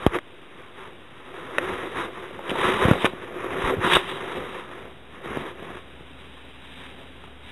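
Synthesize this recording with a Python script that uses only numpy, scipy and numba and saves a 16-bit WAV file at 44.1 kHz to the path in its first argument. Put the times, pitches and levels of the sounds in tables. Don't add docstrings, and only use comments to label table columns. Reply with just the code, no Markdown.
import sys
import numpy as np
from scipy import signal
from scipy.fft import rfft, irfft, next_fast_len
from scipy.io import wavfile
from scipy.ndimage import uniform_filter1d
from numba import njit

SR = 44100
rng = np.random.default_rng(int(sys.argv[2]) if len(sys.argv) > 2 else 0)


def volts_from_db(level):
    exponent = np.asarray(level, float) / 20
    return 10 ** exponent


def unload_wav(signal):
    wavfile.write(
        sys.argv[1],
        SR,
        np.round(np.clip(np.atleast_2d(signal).T, -1, 1) * 32767).astype(np.int16),
    )


N = 331587


@njit
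def svf(x, hz, width):
    y, b, l = np.empty(len(x)), 0., 0.
    g, k = np.tan(np.pi * hz / SR), width / hz
    for i in range(len(x)):
        v = (b + g * (x[i] - l)) / (1 + g * (g + k))
        b, l, y[i] = 2 * v - b, l + 2 * g * v, k * v
    return y


def unit(x):
    return x / np.sqrt(np.mean(x ** 2))


def walk(rate):
    hold = int(SR / rate)
    steps = np.repeat(rng.standard_normal(N // hold + 1), hold)
    return 1.45 * uniform_filter1d(uniform_filter1d(steps, hold), hold)[:N]


def slips(rate, spread_db):
    when, size, sign = rng.random(N), rng.exponential(size=N), rng.standard_normal(N)
    return (when < rate / SR) * np.clip(sign, -2, 2) * volts_from_db(spread_db * np.minimum(size, 3))


def ring(x, modes):
    total = 0
    for hz, width, db in modes:
        once = svf(x, 1. * hz, 1.55 * width)
        twice = svf(once, 1. * hz, 1.55 * width) / np.sqrt(width)
        total = total + volts_from_db(db) * twice
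    return unit(total)


def strokes(s, db, swell_s, fade_s):
    rounding = 1.61
    t = np.arange(0, N + 64, 64)[:, None] / SR - s
    drop_db = 20 * np.maximum(-t / swell_s, t / fade_s) ** rounding
    power = volts_from_db(2 * (db - drop_db)).sum(axis=1)
    return np.interp(np.arange(N) / 64, np.arange(len(t)), np.sqrt(power))


def palm_level():
    # peak_s, level_db, swell_s and fade_s (times for 20 dB)
    presses = [(0, -34.5, .1, 0.1), (0.16, -27.5, 0.063, 0.039), (.609, -49, 0.083, 0.041),
               (.813, -45, 0.09, 0.32), (1.4, -40.5, 0.17, 0.34), (1.626, -33.5, 0.28, 0.31),
               (1.756, -36, 0.18, 0.082), (1.836, -30.5, 0.018, 0.088), (2.011, -31.5, 0.15, 0.16),
               (2.175, -37, 0.038, .25), (2.4, -37.5, .25, 0.048), (2.53, -29, 0.15, 0.065),
               (2.64, -26, 0.11, 0.37), (2.868, -20.5, 0.13, 0.16), (2.943, -29, 0.16, 0.056),
               (3.062, -28, 0.052, 0.033), (3.392, -35.5, 0.43, 0.22), (3.57, -29, 0.13, 0.16),
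               (3.729, -24, 0.11, 0.056), (3.85, -34, .05, .2), (3.955, -27, 0.26, 0.099),
               (4.15, -39.5, 0.29, .2), (4.355, -33.5, 0.37, .25), (4.59, -39, 0.23, 0.13),
               (4.759, -40, .17, 0.23), (5.33, -33.5, 0.15, 0.16), (5.42, -35.5, 0.12, 0.14),
               (5.652, -41, 0.21, 0.27), (5.97, -54, 0.091, 0.49), (6.994, -48.5, 0.089, 0.18)]
    resting_db = -54
    return np.hypot(strokes(*np.transpose(presses)), volts_from_db(resting_db))


def finger_and_sleeve_levels():
    # peak_s, level_db, swell_s and fade_s (times for 20 dB), cloth_share_db
    rubs = [(.05, -37, .3, 0.095, -6), (0.161, -25.5, 0.058, 0.015, -20), (.6, -46.5, 0.26, 0.18, -12),
            (.813, -41.5, 0.13, 0.16, -7), (1.412, -41, 0.42, .2, -6), (1.74, -31, 0.41, 0.19, -7.5),
            (2.011, -27, 0.12, 0.093, -5), (2.19, -39, 0.17, 0.47, -5.5), (2.49, -34, 0.091, 0.079, -5),
            (2.65, -22.5, .15, 0.2, -3.5), (2.868, -22, 0.28, 0.15, -4.5), (3.03, -31, 0.11, 0.091, 2),
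            (3.558, -31.5, 0.22, 0.22, -25), (3.675, -25.5, 0.17, 0.084, -3.5),
            (3.85, -21.5, 0.062, 0.16, -11), (3.94, -20.5, 0.12, 0.093, 1.5),
            (4.101, -34, 0.14, 0.074, 0.5), (4.33, -34, 0.88, 0.33, -4), (4.59, -35.5, 0.23, 0.08, -3),
            (4.76, -41.5, 0.24, .22, -7), (5.31, -34.5, 0.075, 0.16, -13), (5.41, -33.5, 0.15, 0.067, -5),
            (5.66, -38.5, 0.13, 0.13, -7), (5.767, -40, 0.086, 0.055, -4),
            (1.15, -58, 0.22, 0.28, -16), (2.77, -30, .1, .1, -13), (5.37, -36.5, .07, .07, -14),
               (1.86, -38, .1, 0.14, -4.5), (3.2, -40.5, 0.33, 0.28, -7.5), (3.4, -37, 0.15, 0.23, -10),
               (3.78, -36.5, .08, 0.045, -16), (5.168, -44.5, .12, .06, -7),
               (5.255, -35.5, 0.043, 0.029, -6), (5.493, -35, 0.096, 0.041, -5), (6.4, -52, 0.94, 0.93, 4),
               (6.781, -48.5, 0.25, 0.34, 7), (7.0, -53, .1, 0.37, 2), (7.249, -50, 0.1, 0.089, 1),
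               (7.52, -50.5, 0.16, .1, 9.5)]
    s, db, swell_s, fade_s, cloth_db = np.transpose(rubs)
    return strokes(s, db, swell_s, fade_s), strokes(s, db + cloth_db, swell_s, fade_s)


def rub():
    # pitch_hz, width_hz, level_db
    case_modes = [(374, 77.4, 5), (473, 143, 4), (267.2, 38, -6.5), (632, 147, -5)]
    shell_modes = [(1028, 395, 26.5), (1250, 646, 27.5), (1700, 430, 19.5), (1990, 200, -33.5),
                   (800, 450, -17)]
    cloth_modes = [(3300, 2130, 14.5), (2700, 220, -17), (4210, 900, 11)]
    swish_modes = [(2004, 1400, 0)]
    rumble_modes = [(122, 215, -4), (61.7, 180, -22), (211.5, 123, -3.5)]
    # time_s, level_db
    hug = [(0, 3), (.3, -4), (1.3, -2), (2.0, -0.5), (2.7, -1), (3.3, 3.5), (3.9, -2), (4.6, 2), (5.5, 4),
           (7.52, 5)]
    press_shell_db, press_rumble_db = -6.5, -10.5
    slide_case_db, slide_rumble_db = -5.5, -8.5

    press = palm_level()
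    slide, sleeve = finger_and_sleeve_levels()
    drag = unit(slips(rate=8000, spread_db=1.7))
    grip_db = .7 * walk(45) + .9 * walk(140)

    case_level = np.hypot(press, volts_from_db(slide_case_db) * slide)
    case = case_level * volts_from_db(.9 * walk(25)) * ring(drag, case_modes)
    shell_level = np.hypot(slide, volts_from_db(press_shell_db) * press)
    shell = shell_level * volts_from_db(.7 * walk(35)) * ring(drag, shell_modes)
    cloth = sleeve * volts_from_db(.8 * walk(40)) * ring(drag + rng.standard_normal(N), cloth_modes)
    swish = sleeve * volts_from_db(-4.5) * ring(drag, swish_modes)
    weight = np.hypot(volts_from_db(press_rumble_db) * press, volts_from_db(slide_rumble_db) * slide)
    hug_db = np.interp(np.arange(N) / SR, *np.transpose(hug))
    rumble = weight * volts_from_db(hug_db + 2.0 * walk(32)) * ring(drag, rumble_modes)
    return volts_from_db(grip_db) * (case + shell + cloth + swish + rumble)


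def hiss():
    # pitch_hz, level_db (per Hz)
    colour = [(15, -27), (25, -12), (43, -16), (80, -10.5), (118, -9), (258, -11.5), (300, -8), (363, -15),
              (796, -15.5), (3520, -18.5), (4000, -21), (5200, -59), (8800, -120)]
    level_db = -48.5
    hz = np.arange(N // 2 + 1) * SR / N + 1
    colour_hz, colour_db = np.transpose(colour)
    shape_db = np.interp(np.log(hz), np.log(colour_hz), colour_db)
    noise = irfft(rfft(rng.standard_normal(N)) * volts_from_db(shape_db), N)
    return volts_from_db(level_db + .5 * walk(3.6)) * unit(noise)


def hum():
    # pitch_hz, level_db
    tones = [(70, -54), (129.2, -65), (258.4, -59)]
    # time_s, level_db
    nearness = [(0, -24), (4.2, -16), (4.35, -3), (4.7, -13), (4.9, 0), (5.25, -7), (5.5, -6), (5.9, 0.5),
                (6.5, 0.5), (6.58, 1), (6.7, 2), (7.52, 1.5)]
    t = np.arange(N) / SR
    total = 0
    for hz, db in tones:
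        total = total + volts_from_db(db + .7 * walk(4)) * np.sin(2 * np.pi * hz * t + .3 * walk(3))
    return np.sqrt(2) * volts_from_db(np.interp(t, *np.transpose(nearness))) * total


def ticks():
    # start_s, peak_db, pitch_hz, t60_s (time to fall 60 dB)
    events = [(0.024, -24, 1090, 0.017), (0.0657, -15.5, 3140, 0.0094), (.1185, -35, 1200, .012),
              (0.187, -17, 1700, 0.011), (0.0707, -15.5, 1200, 0.024), (2.156, -30, 1200, .015),
              (2.392, -21.5, 860, 0.018), (2.4942, -18.5, 3100, 0.026), (2.555, -17, 910, 0.052),
              (2.7505, -31, 595, .015), (2.8528, -23, 1590, .015), (2.9126, -13, 1390, 0.015),
              (2.934, -14, 1060, 0.02), (3.0546, -7, 1700, 0.013), (3.9629, -7.5, 1700, 0.014),
              (3.9686, -6, 1904, 0.019), (4.298, -33, 1110, .015), (4.729, -39, 1220, 0.017),
              (5.595, -30, 1180, 0.012), (7.2396, -32, 1250, 0.024), (.0662, -21, 613, 0.046),
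              (3.0593, -9, 1500, 0.014)]
    out, t = np.zeros(N + 2000), np.arange(2000) / SR
    weights = volts_from_db(np.array([-11.5, 1, 5.5, -14, -26.5, -4.5]))
    chance = rng.standard_normal((len(events), 2006))
    for (s, db, hz, t60), row in zip(events, chance):
        partials = np.array([.34, .72, 1, 1.12, 1.5, 2.1]) * hz * (1 + 0.034 * row[2000:])
        fade = np.exp(-np.log(1000) * t * (partials[:, None] / hz) / t60)
        spit = 5.8 * svf(row[:2000] * fade[2], 1. * hz, 0.32 * hz)
        crack = weights @ (np.sin(2 * np.pi * partials[:, None] * t) * fade) + spit
        out[int(s * SR):][:2000] += volts_from_db(db) * crack / np.abs(crack).max()
    return out[:N]


def knocks():
    # start_s, peak_db, first_swing (+1 in, -1 out), swing_hz,
    # swings (count until 60 dB down)
    sharp = [(.0651, 6, 1, 390, 4.6), (2.4945, -18, -1, 350, 5), (2.5159, -15, -1, 480, 9),
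             (2.8528, -3, -1, 165, 5.5), (2.8843, -2, 1, 310, 5.5), (2.9122, 2.5, -1, 230, 6.2),
             (3.0456, 2.5, 1, 380, 2.6), (3.1347, -20, -1, 420, 8), (3.7682, -19, 1, 240, 7),
             (3.9681, 2, -1, 800, 4), (5.2590, -22, -1, 400, 8), (5.3170, -22, -1, 500, 7),
             (5.3720, -9, 1, 380, 5.5), (5.6250, -25, -1, 400, 10), (5.7050, -23, -1, 700, 5.5),
             (5.7708, -27, 1, 900, 5.5), (6.0075, -33, -1, 380, 11)]
    soft = [
        (.0694, -5.5, 1, 66, 3),
        (3.640, -14, -1, 42, 5),
        (3.7815, -16, -1, 120, 5),
        (3.7910, -15, -1, 140, 5.5),
    ]
    out, t = np.zeros(N + 8000), np.arange(8000) / SR
    blows = [(*row, .00011) for row in sharp]
    blows += [(*row, .12 / row[3]) for row in soft]
    for s, db, sign, hz, swings, rise_s in blows:
        turns = .3 * hz * t + .7 * (1 - np.exp(-hz * t))
        fade = np.exp(-np.log(1000) * t * hz / swings)
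        swing = np.cos(2 * np.pi * turns) * fade * (1 - np.exp(-t / rise_s))
        out[int(s * SR):][:8000] += sign * volts_from_db(db) * swing
    return signal.sosfilt(signal.butter(1, 35, "high", fs=SR, output="sos"), out[:N])


def rasps():
    # start_s, peak_db, length_s, colour_hz, width_hz
    events = [
        (0.13, -40, 0.012, 1500, 2000),
        (0.136, -27, 0.003, 1290, 1800),
        (0.158, -36, 0.004, 1500, 1990),
        (0.162, -30, 0.0031, 1490, 2200),
        (2.503, -12, 0.011, 1970, 3500),
        (3.049, -8.5, 0.016, 1540, 900),
        (3.912, -8, 0.018, 1320, 1500),
        (3.933, -6, 0.012, 3300, 1500),
        (3.951, -4.5, 0.01, 3300, 1500),
    ]
    out, t = np.zeros(N + 3000), np.arange(3000) / SR
    chance = rng.standard_normal((len(events), 2, 3000))
    for (s, db, length, hz, width_hz), (noise, ridge) in zip(events, chance):
        shape = np.exp(-np.maximum(t - length, 0) / 0.00071)
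        ridges = volts_from_db(14 * uniform_filter1d(ridge, size=40))
        burst = svf(noise * ridges * shape, hz * 1., width_hz * 1.)
        out[int(s * SR):][:3000] += volts_from_db(db) * burst / np.abs(burst).max()
    return out[:N]


def latch():
    # pitch_hz, level_db, t60_s (time to fall 60 dB)
    modes = [(570, -5.5, 0.033), (1200, -7, 0.0094), (1500, 6.5, 0.0071), (1820, 1, .016),
             (2570, -1.5, 0.011), (3800, -10, 0.011)]
    start_s, level_db, rise_s = 1.5833, -7, .0004
    t = np.maximum(np.arange(N) / SR - start_s, 0)
    total = 0
    for hz, db, t60 in modes:
        total = total + volts_from_db(db) * np.sin(2 * np.pi * hz * t) * np.exp(-np.log(1000) * t / t60)
    return volts_from_db(level_db) * (1 - np.exp(-t / rise_s)) * total


def scene():
    return (rub() + hiss() + hum() + ticks() + knocks() + rasps() + latch())[None]


def mirror_bands(band):
    carriers = (12100, 7800, 4300, 8200, 16200)
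    # below_db, above_db
    levels = [(-19, -18.5), (-27.5, -80), (-80, -28), (-31.5, -28), (-29, -80)]
    slope = np.gradient(band) * SR / (2 * np.pi * 3400)
    turning = signal.hilbert(slope, next_fast_len(N))[:N]
    mirrors = np.zeros(N)
    for hz, (below_db, above_db) in zip(carriers, levels):
        carrier = np.exp(2j * np.pi * hz * np.arange(N) / SR)
        mirrors += np.real(carrier * (volts_from_db(below_db) * np.conj(turning) + volts_from_db(above_db) * turning))
    return signal.sosfilt(signal.ellip(9, .3, 70, (4300, 12750), "band", fs=SR, output="sos"), mirrors)


def drop_bands(x):
    # low_hz, high_hz, silent_share (part of the time, 0 to 1)
    bands = [(4090, 4400, .93), (4400, 4600, .25), (4650, 4850, .2), (4900, 5050, .2), (5100, 5280, .25),
             (7750, 7950, .08), (12050, 12280, .55), (12400, 12600, .12)]
    spectrum, hz = rfft(x), np.arange(N // 2 + 1) * SR / N
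    for low, high, share in bands:
        chance = walk(24)
        silent = uniform_filter1d(1. * (chance < np.quantile(chance, share)), size=700)
        x = x - silent * irfft(spectrum * ((hz >= low) & (hz < high)), N)
    return x


def roll_off(x):
    return signal.sosfilt(signal.butter(12, 13400, fs=SR, output="sos"), x)


def record(dry):
    low_pass = signal.cheby1(9, .3, 3805, fs=SR, output="sos")
    band = signal.sosfiltfilt(low_pass, np.clip(dry[0], -.92, .92))
    out = drop_bands(band + mirror_bands(band))
    glitch_s, glitch_db = .6217, -42
    out[int(glitch_s * SR)] += volts_from_db(glitch_db)
    mix = (out - .004)[None]
    return roll_off(mix)


dry = scene()
out = record(dry)
unload_wav(out)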